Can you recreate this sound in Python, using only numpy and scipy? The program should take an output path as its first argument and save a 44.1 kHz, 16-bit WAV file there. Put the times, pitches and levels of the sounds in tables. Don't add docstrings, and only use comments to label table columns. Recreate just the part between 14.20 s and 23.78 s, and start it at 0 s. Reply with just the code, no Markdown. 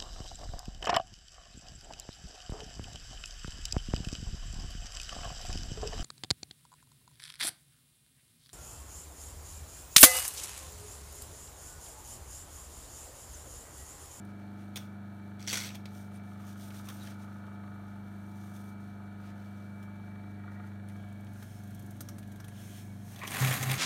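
import sys
import numpy as np
from scipy import signal
from scipy.fft import rfft, irfft
from scipy.io import wavfile
from scipy.ndimage import uniform_filter1d

SR = 44100
rng = np.random.default_rng(int(sys.argv[2]) if len(sys.argv) > 2 else 0)


def materialize(psi):
    bounded = np.clip(np.atleast_2d(psi).T, -1, 1)
    quanta = np.round(bounded * 32767).astype(np.int16)
    wavfile.write(sys.argv[1], SR, quanta)


def undo_db(level):
    steps = np.asarray(level, float) / 20
    return 10 ** steps


N = 422478
T = np.arange(N) / SR
PATCHY_DB = 3


def unit(x):
    return x / np.sqrt(np.mean(x ** 2))


def curves(*tables, off_db=-120):
    s, *columns = np.transpose(np.concatenate(tables))
    return [np.interp(T, s, c, off_db, off_db) for c in columns]


def bursts(rows, rise, fall, rest_db=-120):
    out = np.full(N, float(rest_db))
    for s, length, db in rows:
        before, after = np.maximum(s - T, 0), np.maximum(T - s - length, 0)
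        out = np.maximum(out, db - rise * before - fall * after)
    return out


def colour(x, points, size=2048):
    hz, db = np.transpose(points)
    grid = np.log(np.linspace(1, SR / 2, size + 1))
    log_gain = np.log(undo_db(np.interp(grid, np.log(hz), db, -70, -70)))
    cep = irfft(log_gain)
    cep[1:size] *= 2
    cep[size + 1:] = 0
    return signal.fftconvolve(x, irfft(np.exp(rfft(cep))))[:N]


def ring(x, hz, width_hz):
    return signal.lfilter(*signal.iirpeak(hz, hz / width_hz, SR), x)


def ring_twice(x, hz, width_hz, second=1.0):
    return ring(ring(x, hz, width_hz), hz, second * width_hz)


def walk(rate):
    k = int(SR / rate)
    held = np.repeat(rng.standard_normal(N // k + 1), k)
    return 1.435 * uniform_filter1d(uniform_filter1d(held, k), k)[:N]


def grit(rate, spread_db):
    k = int(SR / rate)
    size = undo_db(spread_db * np.minimum(rng.exponential(size=N // k + 1), 3))
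    return uniform_filter1d(np.repeat(size, k), k)[:N] * rng.standard_normal(N)


def clicks(rate, spread_db):
    gap, size, sign = rng.random((int(2 * rate * N / SR), 3)).T
    at = np.cumsum((.4 + 1.4 * gap) * SR / rate).astype(int)
    out = np.zeros(at[-1] + N)
    out[at] = np.sign(sign - .5) * undo_db(-spread_db * np.log(np.maximum(size, .15)))
    return unit(out[:N])


def snaps(rows, t60, tone, broad_db):
    rings, broad, t = np.zeros(N + 2048), np.zeros(N + 2048), np.arange(2048) / SR
    for s, db, hz in rows:
        noise = rng.standard_normal(2048)
        start = int(s * SR) - 30
        at = slice(start, start + 2048)
        fade = undo_db(db - 60 * t / t60) * np.minimum(t / 0.00097, 1)
        pitch = 0.53 * np.sin(2 * np.pi * hz * t)
        rings[at] += fade * (pitch + 0.5 * unit(ring(noise, hz, hz / 5)))
        broad[at] += fade * noise * (1 + 0.96 * (np.abs(noise) > 2.2))
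    broad_rms = np.sqrt(np.mean(broad ** 2))
    return rings[:N] + undo_db(broad_db) * broad_rms * unit(colour(broad, tone))


PULL_HZ = 99.984
# (time [s], speed [turns/s])
SHAFT = [(0, 24.777), (6.6, 24.777), (7.0, 24.26), (7.2, 23.59), (7.3, 23.54), (7.45, 23.76), (7.6, 23.56),
         (7.7, 23.69), (7.9, 23.33), (8.12, 23.83), (8.22, 23.75), (8.4, 22.86), (8.5, 23.04), (8.7, 23.98),
         (8.9, 23.03), (9.6, 23.4)]
# (time [s], pull tone level [dB], pedal pressure [0-1])
MOTOR = [(0, -50, 0.2), (1.2, -48.5, 0.22), (3.0, -48, 0.13), (4.5, -48.5, 0.21), (5.3, -48, 0.4),
         (5.9, -47, 0.62), (6.65, -45, 0.46), (7.28, -47.5, 1), (7.5, -46.5, 1), (8.43, -48, 0.97),
         (8.73, -46.5, 0.94), (9.05, -50.5, 0.7), (9.6, -46, 1)]
# (time [s], level [dB])
RATTLE = [(0, -1), (2.0, -1.5), (3.25, 5.5), (4.2, 2), (5.7, 5.5), (6.19, -1.5), (6.24, 9), (6.45, 4.5),
          (6.53, -3.5), (9.6, -11)]
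# (frequency [Hz], level per Hz [dB])
HOUSING = [(220, -19), (380, 1.5), (517, -3.5), (718, 7), (790, -6), (879, -0.5), (1100, -3.5), (1260, -6),
           (1680, -5.5), (2050, -11), (2260, -6), (2380, -10.5), (2540, -17.5), (3800, -18.5), (4800, -34),
           (6240, -49), (10600, -120)]
# (frequency [Hz], level per Hz [dB])
RUMBLE = [(25, -7), (50, -14), (75, 0), (130, 5.5), (250, 1.5), (330, 1), (480, -14), (800, -14),
          (1100, -46)]


def motor():
    pull_db, pedal = curves(MOTOR)
    play_db, = curves(RATTLE)
    pull = 2 * np.pi * PULL_HZ * T
    speed = np.interp(T, *np.transpose(SHAFT))
    slip = np.minimum(SHAFT[0][1] - speed, 1.2)
    shaft = 2 * np.pi * np.cumsum(speed + 0.128 * slip * walk(30)) / SR
    tones = hum(pull, shaft, slip, pull_db) + rotor_bars(pull, shaft, slip, pedal, play_db)
    gate = np.exp(0.65 * np.cos(pull) + 0.99 * np.cos(pull / 2)
                  + 0.24 * np.cos(shaft + 3.2) + 0.51 * np.cos(pull / 4 + 0.089))
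    pulses = np.diff(np.floor(PULL_HZ * T + .2), prepend=-1)
    strikes = pulses * gate * undo_db(2 * walk(PULL_HZ)) * np.sign(rng.standard_normal(N))
    shakes = unit(gate * grit(200, 1.8)) + 1.12 * unit(strikes)
    housing = unit(colour(rng.standard_normal(N) + 0.48 * unit(shakes), HOUSING))
    rumble = unit(colour(rng.standard_normal(N) * undo_db(1.8 * walk(18)), RUMBLE))
    return (np.sqrt(2) * tones
            + undo_db(-64.5 - slip - 3.0) * loose_plates(shakes, pedal, play_db)
            + undo_db(-61.5 - 0.54 * slip + 0.087 * play_db) * housing
            + undo_db(-62.5 + 4.5 * slip) * rumble)


HUM_ORDERS = [(0, 2), (1, -1), (1, 2), (2, -1), (2, 1), (2, 2), (3, -1), (3, 0), (3, 1), (4, 0), (5, 0),
              (5, 2), (5, 9), (5, 11), (9, -2), (9, 0), (4, 2), (3, 12), (6, 1), (12, 0), (13, 1), (14, 0),
              (15, 0), (3, 2), (4, -1), (4, 1), (4, 11), (6, 11), (7, 0), (8, 0)]
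HUM_DB = [-71.5, -79, -66.5, -61.5, -62.5, -66.5, -73, -63, -65, -73, -75, -76.5, -69, -74.5, -76.5, -83,
          -76, -72, -74.5, -81.5, -74.5, -74, -75, -79.5, -79.5, -78, -76, -73.5, -91, -77.5]
# (time [s], length [s], depth [dB])
GRABS = [
    (7.24, 0.12, 6),
    (8.2, 0.063, 6),
    (8.39, 0.21, 4.5),
    (8.9, 0.77, 5.5),
]
# (time [s], length [s], gain [dB])
SHUDDERS = [
    (0, 0.71, 2.5),
    (7.84, 0.1, 7),
]


def hum(pull, shaft, slip, pull_db):
    octave_db = -47 - 2.5 * slip - bursts(GRABS, 82, 82, 0)
    octave_db += (0.5 + 0.76 * slip) * walk(16)
    wobble_db = -59.5 + 4 * slip + 0.32 * walk(12)
    tones = undo_db(pull_db) * np.cos(pull - 2.1)
    tones += undo_db(octave_db) * np.cos(2 * pull + 0.82)
    tones += undo_db(wobble_db) * np.cos(pull + shaft + 5.3)
    shudder_db = bursts(SHUDDERS, 60, 30, 0)
    for (a, b), db in zip(HUM_ORDERS, HUM_DB):
        shiver = 0.058 * walk(2.9) + (0.25 if a == 0 else 1.0) * slip * walk(16)
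        table_db = shudder_db if a in (2, 3) and b >= 0 else 0
        sway_db = (1.6 if a else 1.2) * walk(5) + 1.6 * slip * walk(12)
        load_db = (2.4 if a == 0 else 1.2 if a < 3 else -3.5) * slip
        phase = a * pull + b * shaft + 2 * np.pi * rng.random() + shiver
        tones += undo_db(db + table_db + sway_db + load_db) * np.cos(phase)
    return tones


BAR_ORDERS = [(1, 23), (3, 23), (4, 23), (7, 23), (8, 23), (9, 23), (3, 46), (4, 46), (5, 46), (6, 46),
              (5, 69), (6, 67), (6, 68), (6, 69), (6, 70)]
BAR_DB = [-86.5, -80, -80.5, -70.5, -75, -83, -76, -78.5, -71, -73.5, -91, -84, -88, -69.5, -82]


def rotor_bars(pull, shaft, slip, pedal, play_db):
    low_db = 5.5 - 14.5 * pedal + 0.7 * play_db
    high_db = -4.5 + 11.5 * pedal
    tones = np.zeros(N)
    for (a, b), db in zip(BAR_ORDERS, BAR_DB):
        if (a, b) == (6, 46):
            load_db = 3.5 * slip
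        elif a > 4 and b > 23:
            load_db = high_db - 5 * slip ** 2
        else:
            load_db = low_db
        sway_db = 0.49 * walk(3.7) + 1.4 * walk(13)
        slip_db = slip * (1.5 * walk(13) - (6.9 * slip if b > 46 else 1.5))
        phase = a * pull + b * shaft + 0.77 * slip * walk(40) + 2 * np.pi * rng.random()
        tones += undo_db(db + load_db + sway_db + slip_db) * np.cos(phase)
    return tones


# (frequency [Hz], width [Hz], level [dB], change with the pedal down [dB])
PLATES = [(710, 13, -13, 5), (881, 74, -2, -14), (1232, 245, 0, -7), (1414, 97, -8, 7),
          (1696, 110, -22, 13)]


def loose_plates(shakes, pedal, play_db):
    out = np.zeros(N)
    for hz, width_hz, db, clamp_db in PLATES:
        cover_db = play_db if 800 < hz < 1500 else 0
        level = undo_db(db + clamp_db * pedal + 1.7 * walk(4.32) + cover_db)
        out += level * unit(ring_twice(shakes, hz, width_hz, 0.84))
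    return out


# (time [s], level [dB])
GRAZE = [(6.7206, -55), (6.7635, -53), (6.8438, -58), (6.8867, -54), (6.9252, -50), (7.007, -51),
         (7.0449, -51), (7.0888, -56), (7.1327, -50), (7.2265, -46), (7.3074, -60), (7.3474, -61),
         (7.3864, -55), (7.4344, -49), (7.4734, -52), (7.5053, -50), (7.5457, -46), (7.5926, -45),
         (7.6231, -50), (7.661, -48.5), (7.7064, -45), (7.7644, -54), (7.806, -31.5), (7.887, -40),
         (7.9833, -43), (8.0294, -58), (8.074, -52), (8.1184, -48), (8.1584, -50), (8.2013, -47),
         (8.2437, -47), (8.2821, -51)]


def graze():
    touch, t = np.zeros(N), np.arange(3000) / SR
    for s, db in GRAZE:
        t60 = 0.025 if s < SHAFT[3][0] else 0.055
        start = int(s * SR)
        touch[start:start + 3000] += undo_db(db - 7.5) * np.minimum(t / 0.002, 1) * undo_db(-60 * t / t60)
    return touch * unit(ring(colour(rng.standard_normal(N), WHIRR), 11000.0, 10000.0))


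# (time [s], level [dB])
STITCH = [(8.88, -85), (8.95, -55), (9.09, -47.5), (9.13, -39.5), (9.23, -34), (9.255, -33.5),
          (9.29, -32.5), (9.32, -38.5), (9.335, -34), (9.365, -35), (9.4, -40), (9.45, -40), (9.5, -36),
          (9.6, -40)]
# (time [s], length [s], level [dB], hiss level [dB])
STROKES = [
    (9.427, 0.0041, -35.5, -38.5),
    (9.52, 0.015, -34.5, -43),
]
# (time [s], length [s], level [dB])
JOLTS = [
    (9.217, 0.032, -27),
    (9.26, 0.053, -31.5),
    (9.412, .004, -32),
    (9.465, 0.062, -31.5),
    (9.52, 0.018, -30),
]
# (frequency [Hz], level per Hz [dB])
GEARS = [(94, -35), (160, -1), (295, -6), (355, -27), (398, -7), (492, -19.5), (788, -8), (908, -20),
         (1060, -11), (2230, -12.5), (4800, -21), (6240, -37), (10600, -120)]
# (frequency [Hz], level per Hz [dB])
WHIRR = [(2710, -26), (4600, -12), (4950, -10.5), (6560, -7), (7430, -11), (9450, -7), (10300, -15.5),
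         (11600, -6), (14300, -12.5), (16000, -15)]
# (frequency [Hz], width [Hz], level [dB])
CASTING = [(796, 43, 3), (1040, 110, 4), (1750, 370, 6), (2110, 240, -5), (3370, 60, 2.5), (3790, 68, 3.5),
           (6550, 110, -2), (7100, 110, -7), (9120, 300, -19)]
# (time [s], peak level [dB], ring frequency [Hz])
TEETH = [(9.0855, -45, 1980), (9.0968, -44, 8350), (9.1078, -35, 8290), (9.1187, -35, 9090),
         (9.1299, -36.5, 3380), (9.1411, -30, 9300), (9.1485, -30.5, 1900), (9.1588, -32, 1940),
         (9.1677, -28, 2240), (9.1812, -34, 2110), (9.1856, -32, 2030), (9.191, -38, 2030),
         (9.1942, -37, 1890), (9.2048, -30, 7000), (9.2112, -32, 1830), (9.2182, -27, 1610),
         (9.2239, -32, 8830), (9.2377, -30, 1570), (9.2427, -37, 2050), (9.2481, -24.5, 2380),
         (9.2618, -32, 1790), (9.2744, -31, 3400), (9.2795, -32, 2150), (9.2953, -31, 8830),
         (9.3067, -32, 8460), (9.3127, -32, 6840), (9.3191, -32, 1800), (9.3254, -27.5, 2240),
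         (9.3315, -29, 2260), (9.3393, -26, 9070), (9.3546, -41, 2200), (9.3763, -31, 2070),
         (9.3873, -40, 1770), (9.3941, -39, 1720), (9.3987, -36, 1810), (9.4098, -31, 1850),
         (9.4296, -31, 2150), (9.4354, -29, 8500), (9.4572, -45, 2200), (9.4676, -33, 1940),
         (9.4929, -38, 1960), (9.499, -34, 3400), (9.5107, -28, 3320), (9.5156, -26.5, 3600),
         (9.5311, -31, 9090), (9.5402, -27.5, 2220), (9.544, -31, 1980), (9.555, -38, 6160)]
# (frequency [Hz], level per Hz [dB])
STRIKE_TONE = [(500, -20), (1100, 0), (2200, 0), (3600, -8), (4900, -13), (6600, -6), (9300, -7),
               (10400, -10), (12000, -4), (16000, -14)]


def needle():
    run_db, = curves(STITCH)
    strokes = np.array(STROKES)
    gear_db = np.maximum(run_db, bursts(strokes[:, [0, 1, 2]], 307, 307))
    whirr_db = np.maximum(run_db - 4, bursts(strokes[:, [0, 1, 3]], 307, 307))
    boom_db = bursts(JOLTS, 1500, 249) + 1.7 * walk(50)
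    sway = 2 * np.pi * 130.4 * (T - 9.2226) + np.pi / 2 + .25 * walk(11) + 0.11 * walk(45)
    boom = np.sqrt(2) * undo_db(boom_db) * np.sin(sway)
    clatter = 1.07 * unit(grit(250, 1.2)) + 0.46 * clicks(120, 2.7)
    casting = unit(sum(undo_db(db + PATCHY_DB * walk(30)) * unit(ring(clatter, hz, width_hz))
                       for hz, width_hz, db in CASTING))
    hits = snaps(TEETH, 0.026, STRIKE_TONE, broad_db=-5.0)
    hits = hits + 0.76 * sum(undo_db(db) * ring(hits, hz, width_hz) for hz, width_hz, db in CASTING[4:])
    gears = unit(colour(clatter, GEARS)) + undo_db(-5) * casting
    whirr = unit(colour(clatter * undo_db(walk(40)), WHIRR))
    return boom + undo_db(gear_db - 3.5) * gears + undo_db(whirr_db - 3.5) * whirr + 0.85 * hits


PARTS = {"lever": (3300, 2300), "plate": (3300, 1350), "sheet": (5800, 2150), "cam": (5500, 1350),
         "pin": (9400, 1400), "bed": (2600, 1040), "arm": (3300, 1800), "hook": (6500, 2250),
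         "fold": (4300, 2250)}
BROAD = {"fold": 0.1}
# (time [s], peak level [dB], body level
# [dB], part)
TAPS = [(0.0494, -48, -12, "pin"), (0.5585, -23, -12.5, "lever"), (0.5664, -23.5, -15, "lever"),
        (0.573, -28.5, -6, "cam"), (1.2756, -39, 8, "sheet"), (1.328, -23.5, -1.5, "sheet"),
        (1.3717, -22, -27, "sheet"), (1.4896, -34, -3, "fold"), (1.547, -39, 1, "sheet"),
        (1.503, -42, 5, "fold"), (1.5532, -31.5, -9, "lever"), (1.656, -27, -11.5, "fold"),
        (2.504, -52, 11, "lever"), (2.5421, -42, 3, "cam"), (2.6715, -52, 5, "fold"),
        (2.687, -26.5, -12, "bed"), (2.7, -34, -1.5, "plate"), (2.8704, -46, 12, "arm"),
        (3.267, -56, 9, "plate"), (5.6284, -43, -8, "bed")]
# (time [s], peak level [dB], body level [dB], part)
CATCHES = [(6.6867, -44, -7, "pin"), (6.697, -56, 10, "arm"), (6.897, -62, 8, "arm"),
           (7.068, -58, 13, "arm"), (7.067, -62, 11, "bed"), (7.224, -46.5, 8, "plate"),
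           (7.806, -34, -4, "cam"), (7.8875, -34, -6, "cam"), (7.983, -40.5, -1, "pin"),
           (8.0286, -44, -5, "arm"), (8.117, -46, -9, "arm"), (8.158, -47, -7, "arm"),
           (8.201, -40, -2.5, "cam"), (8.2426, -39.5, -4, "plate"), (8.282, -40.5, -1, "pin")]
# (time [s], peak level [dB], body level [dB], part)
KNOCKS = [(8.9608, -34.5, -17, "arm"), (8.991, -35, -9, "lever"), (9.034, -60, 35, "bed"),
          (9.071, -30, -20, "sheet"), (9.0761, -22.5, -9, "arm"), (9.117, -31, -2, "lever"),
          (9.2223, -22.5, 1, "bed"), (9.246, -24, -8, "hook"), (9.2726, -26, -11, "lever"),
          (9.3102, -21, 1, "arm"), (9.3254, -21, -18, "lever"), (9.3393, -25, -6, "hook"),
          (9.428, -19.5, -7, "hook"), (9.4973, -27, 2, "lever"), (9.5146, -18.5, -4, "arm"),
          (9.5404, -35, -7, "lever")]


def ticks():
    cracks, knocks = np.zeros((2, N + 4096))
    t = np.arange(4096) / SR
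    tail = undo_db(-60 * t / 0.036) + 0.085 * undo_db(-60 * t / 0.17)
    body_fade = undo_db(-60 * t / 0.051) * np.minimum(t / 0.0012, 1)
    for s, db, body_db, part in TAPS + CATCHES + KNOCKS:
        hz, body_hz = PARTS[part]
        noise = rng.standard_normal((2, 4096))
        noise[:, 0] = 7.5, 3.0
        crack = BROAD.get(part, 0.6) * np.minimum(noise[0], 3.0) + 1.14 * ring(noise[0], hz, 0.16 * hz)
        knock = ring(noise[1], body_hz, 0.2 * body_hz) + 0.62 * ring(noise[1], 540.0, 500.0)
        at = slice(int(s * SR), int(s * SR) + 4096)
        cracks[at] += undo_db(db) * crack * tail
        knocks[at] += undo_db(db + body_db) * knock * body_fade
    return 0.56 * colour(cracks, CLOTH_TONE) + 1.82 * knocks[:N]


# (time [s], level [dB])
DRAG = [(1.185, -88), (1.195, -62), (1.272, -58.5), (1.276, -44.5), (1.4, -42.5), (1.47, -42.5),
        (1.51, -60), (1.556, -54), (1.6, -100)]
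# (frequency [Hz], level per Hz [dB])
DRAG_TONE = [(880, -79), (1500, 3), (2140, 7.5), (2910, 1), (3410, 3), (6060, -1.5), (10600, -17),
             (12400, -7), (16000, -12)]
# (frequency [Hz], width [Hz], level [dB], taut from [s], taut to [s])
PAPER = [(2120, 220, 5, 1.33, 1.43), (3400, 130, 1, 1.28, 1.33), (4480, 200, -8, 1.1, 1.3),
         (5800, 260, 2.5, 1.275, 1.39), (7800, 260, -1, 1.7, 1.5)]
# (time [s], length [s], level [dB])
SNAGS = [
    (1.329, 0.012, -35),
    (1.371, 0.0053, -37.5),
]
# (time [s], peak level [dB], ring frequency [Hz])
CRACKS = [(1.1862, -62, 2330), (1.1963, -51, 3210), (1.2053, -46, 6910), (1.2108, -47, 2330),
          (1.2161, -46, 6010), (1.2268, -40.5, 5430), (1.2412, -51, 5710), (1.2509, -48, 3490),
          (1.2673, -40, 5530), (1.2756, -29, 5660), (1.282, -30, 4570), (1.2921, -31, 4540),
          (1.2996, -27.5, 4520), (1.3087, -30, 6050), (1.3159, -30, 6220), (1.3205, -36, 5840),
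          (1.3307, -26, 7660), (1.3348, -29, 5750), (1.3413, -31, 5790), (1.3552, -28, 4290),
          (1.363, -32, 6120), (1.3735, -28.5, 6270), (1.3804, -31, 6180), (1.3894, -32, 6250),
          (1.4021, -31, 4700), (1.4093, -37, 5300), (1.4125, -33, 2200), (1.4215, -34, 2170),
          (1.4371, -37, 4480), (1.4469, -38, 5750), (1.4593, -41, 4200), (1.4734, -44, 3210),
          (1.4905, -38, 3550), (1.4936, -47, 3700), (1.5043, -45, 2840), (1.5163, -48, 5020)]


def paper():
    level_db = np.maximum(curves(DRAG)[0], bursts(SNAGS, 4000, 306))
    slips = unit(grit(700, 1.8))
    cracks = np.interp(T, [1.39, 1.45], [.5, .35]) * clicks(350, 2.4)
    sheet = np.zeros(N)
    for hz, width_hz, db, first, last in PAPER:
        taut_db = bursts([(first, last - first, db)], 600, 600, db - 8)
        sheet += undo_db(taut_db + 1.9 * walk(31.3)) * ring(0.59 * slips + cracks, hz, 2.2 * width_hz)
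    body = unit(ring(grit(150, 1.2), 550.0, 1100.0))
    pops = snaps(CRACKS, 0.014, DRAG_TONE, broad_db=-6.5)
    pops = pops + 0.64 * sum(ring(pops, hz, width_hz) for hz, width_hz, *_ in PAPER)
    scrape = unit(colour(slips + 0.74 * cracks, DRAG_TONE))
    return pops + undo_db(level_db - 4) * (1.05 * scrape + 0.79 * unit(sheet) + undo_db(-7.5) * body)


# (time [s], length [s], level [dB])
CLUNK = (9.02, 0.036, -46.5)
# (frequency [Hz], width [Hz], level [dB])
CLUNK_MODES = [(1080, 160, 0), (1980, 310, -0.5), (2280, 330, -0.5)]


def clunk():
    shove = undo_db(bursts([CLUNK], 970, 1500)) * rng.standard_normal(N)
    return sum(undo_db(db + 19.0) * ring_twice(shove, hz, width_hz, 1.6) for hz, width_hz, db in CLUNK_MODES)


# (time [s], length [s], level [dB], dull share [dB])
RUBS = [(0.096, .01, -75, 14), (.2, 0.13, -78, 13), (0.402, 0.011, -68, 9), (0.57, 0.093, -75, 16),
        (1.686, .05, -69, -10), (1.75, 0.07, -62, -7), (1.823, 0.023, -64, -7), (1.946, 0.015, -67.5, 8),
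        (2.05, 0.075, -71, -2), (2.21, 0.035, -69, 11.5), (2.287, 0.012, -58.5, 2), (2.43, 0.034, -58, 1),
        (2.559, 0.017, -56.5, 3), (2.657, 0.18, -61, 4), (2.802, 0.11, -59, 5), (2.998, 0.034, -67, 5),
        (3.08, 0.27, -73, 6), (3.608, 0.65, -74.5, 2), (4.167, 0.14, -66.5, -11), (4.356, 0.0098, -62, 2),
        (4.407, 0.091, -67, -7), (4.6, 0.11, -75, 8), (5.058, 0.036, -72.5, 18), (5.16, 0.3, -73.5, 10),
        (5.637, .01, -73, 5), (6.327, .02, -71, 2), (6.46, .01, -72, 7)]
# (frequency [Hz], level per Hz [dB])
CLOTH_TONE = [(1600, -19), (2700, -7), (3500, -0.5), (4300, -6.5), (4930, -6.5), (6030, -1.5), (7600, -8.5),
              (9220, -2.5), (10300, -10), (11700, -5.5), (14900, -6.5), (16000, -13)]
# (time [s], length [s], level [dB])
CREEPS = [
    (6.72, .4, -77),
    (7.2, 0.17, -64.5),
    (7.32, 0.65, -70),
    (7.75, .55, -74),
    (8.42, 0.17, -59),
    (8.68, 0.2, -68.5),
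    (8.92, 0.079, -57.5),
]
# (frequency [Hz], width [Hz], level [dB])
BELT = [(3220, 400, 10.5), (5340, 110, -3), (6250, 260, -13), (8700, 370, -16)]


def cloth():
    fibres = colour(grit(300, 2.3), CLOTH_TONE)
    rub = unit(sum(undo_db(PATCHY_DB * walk(14)) * ring(fibres, hz, hz / 1.2)
                   for hz in (2750.0, 4700.0, 7060.0, 9700.0, 12000.0)))
    folds = unit(ring(grit(200, 2.3), 1700.0, 2100.0))
    bright_db = bursts([(s, length, db) for s, length, db, _ in RUBS], 195, 200, -78)
    dull_db = bursts([(s, length, db + dull) for s, length, db, dull in RUBS], 195, 200, -79)
    slide = rng.standard_normal(N)
    modes = unit(sum(undo_db(db + PATCHY_DB * walk(12)) * unit(ring(slide, hz, width_hz))
                     for hz, width_hz, db in BELT))
    belt = 0.85 * unit(colour(slide, CLOTH_TONE)) + 0.65 * unit(ring(slide, 2550.0, 1200.0)) + 0.69 * modes
    creep = undo_db(bursts(CREEPS, 86, 86)) * belt * (T < STITCH[1][0])
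    return undo_db(0.53 * walk(23)) * (undo_db(bright_db) * rub + undo_db(dull_db - 8.5) * folds + creep)


# (time [s], length [s], level [dB], frequency [Hz])
SCUFFS = [
    (0.58, .025, -61, 3420),
    (2.27, .02, -66, 6440),
    (2.428, .015, -66, 4050),
    (2.682, .02, -59, 1110),
    (2.693, 0.016, -71, 3520),
    (2.81, 0.018, -59, 3840),
    (1.94, 0.024, -69, 9300),
]


def scuffs():
    noise = grit(400, 2.7)
    return sum(undo_db(bursts([(s, length, db)], 580, 540)) * unit(ring_twice(noise, hz, hz / 6))
               for s, length, db, hz in SCUFFS)


# (time [s], level [dB])
CREAK = [
    (5.85, -74),
    (6.456, -65),
    (6.6, -78),
]


def pedal():
    return undo_db(curves(CREAK)[0]) * unit(ring_twice(grit(55, 2.6), 1900.0, 200.))


def room(x):
    t60_s, tail_db = 0.25, -10.5
    t = np.arange(int(.5 * SR)) / SR
    tail = rng.standard_normal(len(t)) * undo_db(-60 * t / t60_s) * (t > .004)
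    return x + undo_db(tail_db) * signal.fftconvolve(x, tail / np.sqrt(np.sum(tail ** 2)))[:N]


# (frequency [Hz], level per Hz [dB])
HISS = [(2590, -3.5), (4400, 1.5), (4900, -17), (5520, -9), (12000, -10.5), (15200, -12), (16000, -27)]


def microphone_hiss():
    return undo_db(-74.5) * unit(colour(rng.standard_normal(N), HISS))


def scene():
    close = motor() + graze() + needle() + cloth() + scuffs() + pedal()
    distant = room(ticks() + paper() + clunk())
    return (close + distant + microphone_hiss())[None]


def top_cut(x):
    return signal.sosfilt(signal.butter(12, 16630, fs=SR, output="sos"), x)


def record(dry):
    low_pass = signal.ellip(10, .2, 60, 15850, fs=SR, output="sos")
    mix = signal.sosfilt(low_pass, dry)
    return top_cut(mix)


dry = scene()
out = record(dry)
materialize(out)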